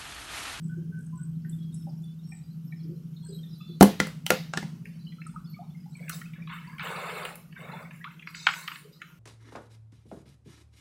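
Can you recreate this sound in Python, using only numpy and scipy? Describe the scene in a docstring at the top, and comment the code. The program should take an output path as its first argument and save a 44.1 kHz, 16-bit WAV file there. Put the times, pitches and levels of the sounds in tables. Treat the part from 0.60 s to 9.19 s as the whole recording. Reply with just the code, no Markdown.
"""A fish flops on the boards of a small wooden boat: each impact excites the damped modes of the hull.
A net is hauled in from a river: its sinkers tap the hull, and water runs and drips off the mesh as
populations of ringing bubbles. A far engine, a sum of harmonics of its firing cycle, throbs and fades.
Modulated tones and noise make birds and insects on the bank, over the shaped noise of the river and wind.
A noise suppressor then opens band by band around every sound."""
import sys
import numpy as np
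from scipy import signal
from scipy.fft import rfft, irfft
from scipy.io import wavfile
from scipy.ndimage import uniform_filter1d

SR = 44100
rng = np.random.default_rng(int(sys.argv[2]) if len(sys.argv) > 2 else 0)


def file_out(sig):
    """Save sig as 16-bit WAV at sys.argv[1]."""
    # one column per channel
    cols = np.atleast_2d(sig).T
    # limit, then scale
    lim = np.clip(cols, -1, 1)
    pcm = np.round(lim * 32767).astype(np.int16)
    wavfile.write(sys.argv[1], SR, pcm)


N = 378819
T = np.arange(N) / SR


def gain_of(db):
    """Amplitude ratio of a level: 20 dB for each factor of ten."""
    return 10 ** (np.asarray(db) / 20)


def evened(x):
    """Normalisation to rms 1."""
    return x / np.sqrt(np.mean(x ** 2) + 1e-20)


def read(points, hz):
    """Interpolation of a spectrum along a logarithmic frequency axis."""
    f, value = np.transpose(points)
    return np.interp(np.log(hz + 1), np.log(f + 1), value)


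def columns(rows, t):
    """Linear interpolation in time of every column after the first."""
    s, *cols = np.transpose(rows)
    return [np.interp(t, s, c) for c in cols]


def add(mix, s, sound):
    """Superposition: a sound starting at s seconds is summed into the mix."""
    part = mix[round(s * SR):][:len(sound)]
    part += sound[:len(part)]


def coloured(x, points):
    """Spectral shaping: each frequency is weighted by a curve in dB; rms 1."""
    weight = gain_of(read(points, np.fft.rfftfreq(len(x), 1 / SR)))
    return evened(irfft(rfft(x) * weight, len(x)))


def band(x, lo_hz, hi_hz):
    """Band-pass filtering between two cutoffs."""
    sos = signal.butter(2, [lo_hz, min(hi_hz, SR / 2.1)], "band", fs=SR, output="sos")
    return signal.sosfilt(sos, x)


def wander(per_s):
    """Low-passed randomness: noise averaged twice over 1 / per_s seconds drifts slowly; rms 1."""
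    steps = rng.standard_normal(2000)
    size = max(round(len(steps) * SR / N / per_s), 2)
    smooth = uniform_filter1d(uniform_filter1d(steps, size), size)
    return evened(np.interp(T, np.linspace(0, N / SR, len(steps)), smooth))


def ring(modes, t):
    """Modal decay: each mode (Hz, width Hz, dB) dies the faster the wider its resonance; peak 1."""
    out = sum(gain_of(db) * np.exp(-np.pi * w * t) * np.sin(2 * np.pi * f * t) for f, w, db in modes)
    return out / abs(out).max()


def burst(t, lo_hz, hi_hz, t60):
    """Exponential decay of band noise, by 60 dB in t60 seconds; peak about 1."""
    return evened(band(rng.standard_normal(len(t)), lo_hz, hi_hz)) * gain_of(-60 * t / t60) / 2


def struck(modes, t, blow_t60):
    """Convolution of an uneven contact force with the modes it drives; peak 1."""
    blow = burst(t[:400], 220, 6600, blow_t60)
    out = signal.oaconvolve(blow, ring(modes, t))[:len(t)]
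    return out / abs(out).max()


def grains(lo_hz, hi_hz, cycles, spread_db, rise, count, size=N):
    """Granular superposition: decaying, gliding tones of random strength, pitch and moment; rms 1."""
    out, pitches = np.zeros(size), np.geomspace(lo_hz, hi_hz, 12)
    at, which = rng.integers(0, size, count), rng.integers(0, len(pitches), count)
    strength = gain_of(spread_db * np.minimum(rng.exponential(1, count), 5))
    for k, hz in enumerate(pitches):
        u = np.arange(round(3 * cycles * SR / hz)) * hz / SR  # cycles elapsed
        envelope = np.exp(-u / cycles) * (1 - np.exp(-8 * u / cycles))
        tone = np.sin(2 * np.pi * u * (1 + rise * u / cycles)) * envelope
        impulses = np.bincount(at, strength * (which == k), size)
        out += signal.oaconvolve(impulses, tone)[:size]
    return evened(out)


WIND_DB = -75.5


def wind():
    """Slow amplitude modulation of low-frequency noise: faint, lumpy air movement."""
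    return gain_of(WIND_DB + 5.4 * wander(5)) * evened(band(rng.standard_normal(N), 30, 70))


# spectrum of the river's wash: f/Hz, relative level/dB
RIVER_SPECTRUM = [(180, -40.5), (300, 1), (710, -17), (1450, -14), (1740, -22), (2500, -20), (3110, -16.5),
                  (3490, -24.5), (4700, -22.5), (5550, -19.5), (8000, -25), (11300, -24), (12500, -23),
                  (15800, -29)]
RIVER_DB = -47  # rms before suppression
# how far the suppressor lowers noise: f/Hz, depth/dB
SUPPRESSION = [(200, 0), (400, 15.5), (800, 22), (5000, 19.5), (12000, 27)]


def river():
    """Stationary broadband noise: the steady wash, raised in shape by what the suppressor takes away."""
    spectrum = [(f, db + read(SUPPRESSION, f)) for f, db in RIVER_SPECTRUM]
    wash = coloured(rng.standard_normal(N), spectrum)
    return gain_of(RIVER_DB + .4 * wander(4)) * wash


# one thin cricket tone: t/s, f/Hz, level/dB
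CRICKET = [(0, 12280, -65), (.4, 12280, -55), (2.5, 12270, -53.5), (3.2, 12230, -55), (5, 12170, -55),
           (8.59, 12120, -56)]
# throbbing insect buzzes: start t/s, length/s, level/dB
BUZZES = [(0.021, 0.071, -62.5), (0.535, .15, -63), (1.652, 0.16, -62.5), (2.608, .19, -62),
          (5.29, 0.1, -64.5)]
BUZZ_HZ, BUZZ_WIDTH_HZ = 8010, 970
# short treble hisses: start t/s, length/s, level/dB
HISSES = [(0.081, 0.011, -62), (0.348, 0.15, -60), (0.893, 0.013, -56), (1.122, 0.045, -54.5),
          (1.4, 0.057, -62), (4.666, 0.014, -55.5)]
HISS_HZ, HISS_WIDTH_HZ = 8900, 4500
THROB_PER_S = 52


def insects():
    """Modulation: a tone drifts in frequency, and puffs of band noise throb in amplitude."""
    hz, db = columns(CRICKET, T)
    phase = 2 * np.pi * np.cumsum(hz + 12 * wander(30)) / SR
    out = gain_of(db + 1.5 * wander(20)) * np.sin(phase)
    calls = [(*row, BUZZ_HZ, BUZZ_WIDTH_HZ) for row in BUZZES]
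    calls += [(*row, HISS_HZ, HISS_WIDTH_HZ) for row in HISSES]
    for s, length, db, hz, width in calls:
        n = round(length * SR)
        throb = 1 + 2.8 * np.sin(2 * np.pi * THROB_PER_S * T[:n])
        buzz = evened(band(rng.standard_normal(n), hz - width / 2, hz + width / 2))
        add(out, s, gain_of(db) * buzz * throb * signal.windows.tukey(n, .4))
    return out


# whistled bird notes: start t/s, length/s, f/Hz, level/dB
WHISTLES = [(.09, 0.065, 1503, -47.5), (.31, 0.11, 1524, -49), (.52, 0.071, 1010, -50),
            (.56, 0.089, 1470, -50.5), (.97, 0.15, 3300, -59), (1.15, 0.074, 5430, -57.5),
            (1.42, .12, 3470, -57.5), (1.62, 0.12, 5490, -57.5), (2.15, 0.12, 5270, -58.5),
            (2.53, 0.27, 4200, -58.5), (2.85, 0.39, 4015, -58), (2.98, 0.19, 3480, -55.5),
            (3.05, .2, 4400, -60), (4.246, .25, 4520, -62.5), (4.391, 0.26, 4080, -61),
            (4.85, 0.13, 4400, -58), (8.49, .09, 1420, -51)]
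# overlapping peeps of far birds: t/s, level/dB
CHATTER = [(0, -79.5), (1, -60.5), (2.4, -62.5), (2.8, -56.5), (3.2, -67), (4.2, -62.5), (5.3, -63),
           (8.59, -69.5)]


def birds():
    """Frequency modulation: whistled tones waver slightly, over a crowd of short peeps."""
    out = gain_of(columns(CHATTER, T)[0]) * grains(3200, 5600, 70, 1.8, -0.0034, count=900)
    waver = wander(60)
    for s, length, hz, db in WHISTLES:
        n = round(length * SR)
        pitch = hz * (1 + .004 * waver[round(s * SR):][:n])
        note = np.sin(2 * np.pi * np.cumsum(pitch) / SR)
        add(out, s, gain_of(db) * note * signal.windows.tukey(n, .3))
    return out


# course of the far engine: t/s, level/dB
ENGINE_LEVEL = [(0, -36.5), (.4, -38), (1.2, -36.5), (1.5, -41.5), (3, -40), (4, -38.5), (4.3, -41),
                (6.2, -43.5), (6.75, -51.5), (7.1, -42), (7.5, -50.5), (8.59, -55.5)]
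# harmonics: multiple of the firing cycle, early level/dB, level/dB once the boat has turned away
ENGINE_ORDERS = [(8, -23, -47.5), (10, -26, -19), (11, -11.5, -16), (12, -12, -7.5), (13, 2.5, -2),
                 (14, -12.5, -3.5), (15, -15, -19.5), (16, -25.5, -24), (18, -24, -12.5)]
# exhaust noise spectrum: f/Hz, relative level/dB
EXHAUST_SPECTRUM = [(30, -61), (58, -27), (102, -23.5), (145, -8.5), (161, -7), (249, -21.5), (343, -30.5),
                    (600, -65.5), (780, -86), (1320, -120)]
ENGINE_HZ, FIRST_FIRING_S = 12.5, .06  # firing cycles a second; phase origin


def engine():
    """Beating of harmonics: multiples of the firing cycle sum to a throb, over exhaust noise."""
    turn = 2 * np.pi * ENGINE_HZ * (T - FIRST_FIRING_S)
    away = np.interp(T, [2.5, 4.2], [0, 1])
    pipe_lag = 1.0  # radians; the pipe's resonance shifts the multiples below it
    tones = np.zeros(N)
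    for k, early_db, late_db in ENGINE_ORDERS:
        level_db = early_db + away * (late_db - early_db) + 1.5 * wander(3)
        phase = k * turn - pipe_lag * (k < 13) + .15 * wander(3)
        tones += gain_of(level_db) * np.cos(phase)
    exhaust = coloured(rng.standard_normal(N), EXHAUST_SPECTRUM)
    return gain_of(columns(ENGINE_LEVEL, T)[0]) * (evened(tones) + gain_of(-6.0) * exhaust)


# ripples on the hull: t/s, level/dB, f/Hz
LAPS = [(0.163, -31, 330), (.291, -41.5, 392), (.38, -42.5, 430), (1.18, -45.5, 337), (1.491, -48.5, 420),
        (2.216, -33, 315), (2.284, -31, 353), (2.522, -44, 430), (2.681, -34, 404), (2.899, -38, 350),
        (3.079, -35, 344), (4.231, -39, 415), (4.49, -44, 413), (8.24, -39, 427.3)]


def laps():
    """Narrow-band resonance: each ripple on the hull is a dying puff of noise around one pitch."""
    out, t = np.zeros(N), np.arange(SR // 5) / SR
    for s, db, hz in LAPS:
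        add(out, s, gain_of(db) * burst(t, 0.96 * hz, 1.04 * hz, 0.25) * (1 - np.exp(-t / 0.0068)))
    return out


# single drops: t/s, level/dB, starting bubble f/Hz
DRIPS = [(1.269, -43.5, 785), (1.271, -47.5, 560), (2.635, -48, 936), (2.659, -44, 1550),
         (3.002, -43.5, 1210), (3.01, -42, 2600), (4.584, -42.5, 1300), (4.665, -37, 1262),
         (4.761, -33.5, 1242), (4.943, -41.5, 2220), (4.966, -42.5, 1198), (4.991, -38.5, 695),
         (5.019, -43.5, 793), (5.149, -45.5, 2080), (5.258, -46.5, 810), (5.353, -39.5, 2330),
         (5.384, -49, 963), (5.427, -39, 2270), (5.759, -42, 1468), (5.822, -38.5, 2330),
         (6.068, -41.5, 955), (6.097, -40, 2100), (6.964, -39.5, 1566), (7.131, -38.5, 876)]
BUBBLE_CYCLES, BUBBLE_RISE_PER_S = 91, 1.5  # cycles to die by 60 dB; share of the starting pitch
# one bubble that sweeps up: start t/s, length/s, level/dB, from f/Hz, to f/Hz
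GULP = [(7.445, .042, -40, 950, 1600)]
# small drops leaving the mesh: t/s, level/dB
TRICKLE = [(4.1, -68.5), (4.4, -61.5), (5.4, -61), (6.2, -60), (7.5, -60), (8.59, -60.5)]


def drips():
    """Bubble resonance: a drop traps a bubble whose pitch climbs as its oscillation dies."""
    out, t = np.zeros(N), np.arange(SR // 5) / SR
    for s, length, db, from_hz, to_hz in GULP:
        sweep = np.linspace(from_hz, to_hz, round(length * SR))
        gulp = np.sin(2 * np.pi * np.cumsum(sweep) / SR)
        add(out, s, gain_of(db) * gulp * signal.windows.tukey(len(sweep), .5))
    for s, db, hz in DRIPS:
        tone = np.sin(2 * np.pi * hz * (t + BUBBLE_RISE_PER_S * t ** 2 / 2))
        bubble = tone * gain_of(-60 * t * hz / BUBBLE_CYCLES)
        add(out, s, gain_of(db) * bubble * (1 - np.exp(-t / 0.001)))
    trickle = grains(900, 4500, 26, 2.5, 0.018, count=350)
    return out + gain_of(columns(TRICKLE, T)[0]) * (T > TRICKLE[0][0]) * trickle


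# water running off the mesh in gushes:
# start t/s, held/s, splash level/dB, gurgle level/dB, swish level/dB, fizz level/dB
GUSHES = [(5.35, 0.16, -53.5, -55.5, -65.5, -52.5), (5.508, 0.021, -49, -60, -48, -44.5),
          (5.731, 0.049, -52, -56, -73.5, -84), (5.885, .05, -42.5, -58, -70, -49.5),
          (6.0, 0.13, -51.5, -67.5, -65.5, -52.5), (6.192, 0.43, -40, -43, -55.5, -47.5),
          (6.65, 0.029, -48.5, -52.5, -54, -49.5), (6.948, 0.25, -47.5, -50, -65.5, -51),
          (7.299, 0.054, -52.5, -81.5, -80.5, -51.5), (7.458, 0.058, -53, -63.5, -86, -56),
          (7.658, 0.035, -52, -81, -53.5, -49.5), (7.738, 0.15, -49.5, -70.5, -47.5, -51.5),
          (7.9, 0.11, -45.5, -56.5, -51, -47), (8.09, 0.069, -50, -86, -55, -48.5),
          (8.31, 0.051, -61, -74, -55, -66.5), (8.43, 0.085, -60, -79.5, -68.5, -66)]
GUSH_RISE_S, GUSH_FALL_DB_PER_S = 0.015, 113


def flow(t):
    """Addition of powers: gushes swell, hold and drain away; one row of gains for each layer."""
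    start, held, *level_db = np.transpose(GUSHES)
    since = t[:, None] - start
    drain = gain_of(-GUSH_FALL_DB_PER_S * np.maximum(since - held, 0))
    shape = np.clip(since / GUSH_RISE_S, 0, 1) * drain
    return np.sqrt(gain_of(level_db) ** 2 @ shape.T ** 2)


# favoured bands of the splash: f/Hz, half-width/Hz, level/dB
SPLASH_BANDS = [(1490, 410, 0), (1760, 740, 10.5), (2140, 120, 13), (2500, 180, 7), (3480, 260, 7.5),
                (3980, 440, -0.5)]
GURGLE_LAG_S, FIZZ_LAG_S = 0.03, .02  # big bubbles and fine spray come a little after the splash


def pour():
    """Bubble populations: size sets pitch, from low gurgle through splash and airy swish to high fizz."""
    out = np.zeros(N)
    t = T[T > GUSHES[0][0]]
    n = len(t)
    noise = grains(889, 4700, 5.6, 0.6, 0.03, count=19000, size=n)
    noise += 0.9 * evened(band(rng.standard_normal(n), 2100, 5500))
    favoured = sum(gain_of(db) * band(noise, f - w, f + w) for f, w, db in SPLASH_BANDS)
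    stray_plips = grains(900, 4414, 12, 1.33, 0.021, count=200, size=n)
    splash = evened(.5 * noise + favoured) + 0.41 * stray_plips
    gurgle = band(grains(380, 1000, 2.5, 2.0, 0.031, count=5000, size=n), 210, 1500)
    swish = grains(3700, 7800, 35, 0.91, 0.001, count=9000, size=n)
    spray = evened(band(band(rng.standard_normal(n), 7000, 18000), 7000, 18000))
    fizz = evened(grains(7200, 17000, 6, 1.2, .01, count=60000, size=n) + 1.2 * spray)
    water = np.zeros(n)
    lags = [0, GURGLE_LAG_S, 0, FIZZ_LAG_S]
    for k, (layer, lag) in enumerate(zip([splash, gurgle, swish, fizz], lags)):
        water += flow(t - lag)[k] * layer
    add(out, t[0], band(water, 250, 20000))
    return out


# a slow drip on something hollow: t/s, level/dB, loudest ring f/Hz
PLINKS = [(.847, -32.5, 1510), (1.327, -43, 1420), (1.72, -31, 2380), (2.123, -30.5, 2280),
          (2.833, -36, 3634)]
# modes of the hollow thing: f/Hz, width/Hz, level/dB
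HOLLOW_MODES = [(750, 33, -8), (1430, 51, -3.5), (1836, 33, -2.5), (2080, 46, -6.5), (2600, 83, -6.5)]


def plinks():
    """Impulse response of a hollow body: each drip rings its damped modes."""
    out, t = np.zeros(N), np.arange(SR // 5) / SR
    for s, db, hz in PLINKS:
        add(out, s, gain_of(db) * ring(HOLLOW_MODES + [(hz, 45, 3)], t) * (1 - np.exp(-t / 0.00089)))
    return band(out, 680, 24000)


# sinkers and floats tap the hull: t/s, level/dB, f/Hz, treble tick level/dB
TAPS = [(4.2552, -29.5, 1580, -37.5), (4.5213, -32, 2200, -75.5), (4.6176, -30.5, 2610, -65),
        (5.4814, -29, 2450, -46.5), (5.4954, -20, 1480, -23.5), (5.6151, -27, 1897, -46.5),
        (5.7344, -30.5, 2360, -77), (5.874, -26.5, 1083, -48.5), (6.1828, -25.5, 2330, -35),
        (6.1953, -19, 2340, -46.5), (6.2716, -21.5, 1000, -68), (6.6514, -17, 2800, -30.5),
        (6.7554, -38.5, 2450, -29.5), (6.9262, -31, 1646, -57), (7.3088, -29.5, 1660, -38),
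        (7.4421, -21.5, 1212, -44), (7.5946, -28.5, 2770, -50), (7.624, -28.5, 2400, -41),
        (7.673, -24.5, 2234, -39), (7.7476, -26.5, 1433, -45), (7.8679, 0, 1440, -32),
        (7.8885, -9.5, 1420, -66.5), (7.9362, -19.5, 1480, -49), (7.9807, -42, 1410, -38),
        (8.0775, -13.5, 1384, -34.5), (8.1174, -25.5, 2850, -39), (8.1579, -25, 1680, -50.5),
        (8.4173, -22.5, 1747, -33.5)]
TAP_KNOCK_DB = -27  # dull knock, relative to the tap
# upper modes of the planks: f/Hz, width/Hz, level/dB
HULL_HIGH = [(1420, 21, -34.5), (1420, 26, -1.5), (1790, 140, -1.5), (2065, 120, 4.5), (2450, 420, -6),
             (2850, 750, 12.5), (4200, 400, -14)]


def taps():
    """Coupled impact: a hard little weight sounds its own modes and the planks', with a treble tick."""
    out, t = np.zeros(N), np.arange(SR // 5) / SR
    for s, db, hz, tick_db in TAPS:
        weight_modes = [(hz, 70, 0), (.89 * hz, 60, -5), (1.4 * hz, 200, -6)]
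        own = ring(weight_modes, t) * (1 - np.exp(-t / 0.0019))
        clack = 0.74 * own + 0.29 * struck(HULL_HIGH, t, 0.0013) + 0.65 * burst(t, 960, 3100, 0.03)
        clack += gain_of(TAP_KNOCK_DB) * burst(t, 1000, 2300, 0.089)
        tick = burst(t, 6300, 16000, 0.026)
        add(out, s, gain_of(db) * band(clack, 440, 4200) + gain_of(tick_db) * tick)
    return band(out, 680, 24000)


# the fish slaps the boards:
# t/s, slap level/dB, thud level/dB, knock level/dB, wet smack level/dB, loudest ring f/Hz
FLOPS = [(3.2095, -1.5, 4, 1.5, -8, 1396), (3.2257, -7.5, -34, -2.5, -4.5, 1330),
         (3.23, -15.5, -6, -6.5, -5.5, 3040), (3.401, -5.5, -15, -19, -19.5, 2006),
         (3.47, -28, -35.5, -33, -25, 1380), (3.6645, -14.5, -51.5, -39, -17, 3000),
         (3.696, -32, -46.5, -47, -30, 2044), (3.704, -2, -19.5, -9, -10, 2147),
         (3.7194, -23.5, -40, -19, -26.5, 2240), (3.9362, -16.5, -38, -28.5, -33.5, 1630),
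         (3.9733, -11, -25, -23, -26.5, 1750), (4.0277, -28.5, -27, -32.5, -42.5, 2100)]
# planks booming: f/Hz, width/Hz, level/dB
HULL_LOW = [(203.5, 13, 0), (257.5, 19, -8), (280, 17, -7), (302, 20, -11)]
# planks knocking: f/Hz, width/Hz, level/dB
HULL_MID = [(358, 42, 2), (435, 22, -3.5), (512, 15, -8), (560, 59, -3), (597, 260, -2), (688, 81, -1.5),
            (800, 22, -9), (886, 29, -11)]
THUD_RISE_S = 0.0025


def fish():
    """Modal excitation by impact: boards boom, knock and clack under a short wet smack."""
    out, t = np.zeros(N), np.arange(SR // 4) / SR
    for s, slap_db, thud_db, knock_db, smack_db, hz in FLOPS:
        slap = 0.75 * struck(HULL_HIGH + [(hz, 150, 13)], t, 0.013)
        slap += 0.56 * burst(t, 980, 8000, 0.023) + 0.036 * burst(t, 790, 5000, 0.68)
        slap = band(slap, 700, 8400) * (1 - np.exp(-t / 0.00033))
        thud = ring(HULL_LOW, t) + .15 * burst(t, 35, 110, 0.1)
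        thud *= 1 - np.exp(-t / THUD_RISE_S)
        knock = struck(HULL_MID, t, 0.0076) + 0.46 * burst(t, 340, 800, 0.076)
        smack = burst(t, 5500, 25000, 0.011) + .06 * burst(t, 5500, 19000, 0.081)
        add(out, s, gain_of(slap_db) * slap + gain_of(thud_db) * thud)
        add(out, s, gain_of(knock_db) * knock + gain_of(smack_db) * smack)
    return out


def scene():
    """Superposition of far and near sources, the near ones with a diffuse, decaying echo."""
    far = wind() + river() + insects() + birds() + engine()
    near = laps() + drips() + pour() + plinks() + taps() + fish()
    tail = rng.standard_normal(6000) * gain_of(-60 * T[:6000] / 0.24)  # scatter off hull, bank and leaves
    echo = signal.oaconvolve(near, np.r_[np.zeros(300), tail / np.linalg.norm(tail)])[:N]
    return (far + near + gain_of(-10.0) * echo)[None]


EDGE_HZ = 15900  # upper edge of the passband


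def record(dry):
    """Spectral gating: a band opens on rising over its median and closes slowly; loud blows clip."""
    hz, t, z = signal.stft(dry[0], SR, nperseg=512, noverlap=384)
    power = uniform_filter1d(abs(z) ** 2, size=2, axis=0)
    power = uniform_filter1d(power, size=4, axis=1)
    power_db = 10 * np.log10(power + 1e-16)
    over_db = power_db - np.median(power_db, axis=1)[:, None]
    share = 1 / (1 + np.exp(-(over_db - 6.5) / 1.3))  # 0 shut, 1 open
    closing = t * 4.36  # shares a second
    share = np.maximum.accumulate(share + closing, axis=1) - closing
    gate = gain_of(read(SUPPRESSION, hz)[:, None] * (share - 1))
    clean = signal.istft(z * gate, SR, nperseg=512, noverlap=384)[1][:N]
    clipped = np.clip(clean, -.97, .97)
    low_pass = signal.firwin(511, EDGE_HZ, window=("kaiser", 9), fs=SR)
    return signal.oaconvolve(clipped, low_pass, "same")[None]


dry = scene()
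out = record(dry)
file_out(out)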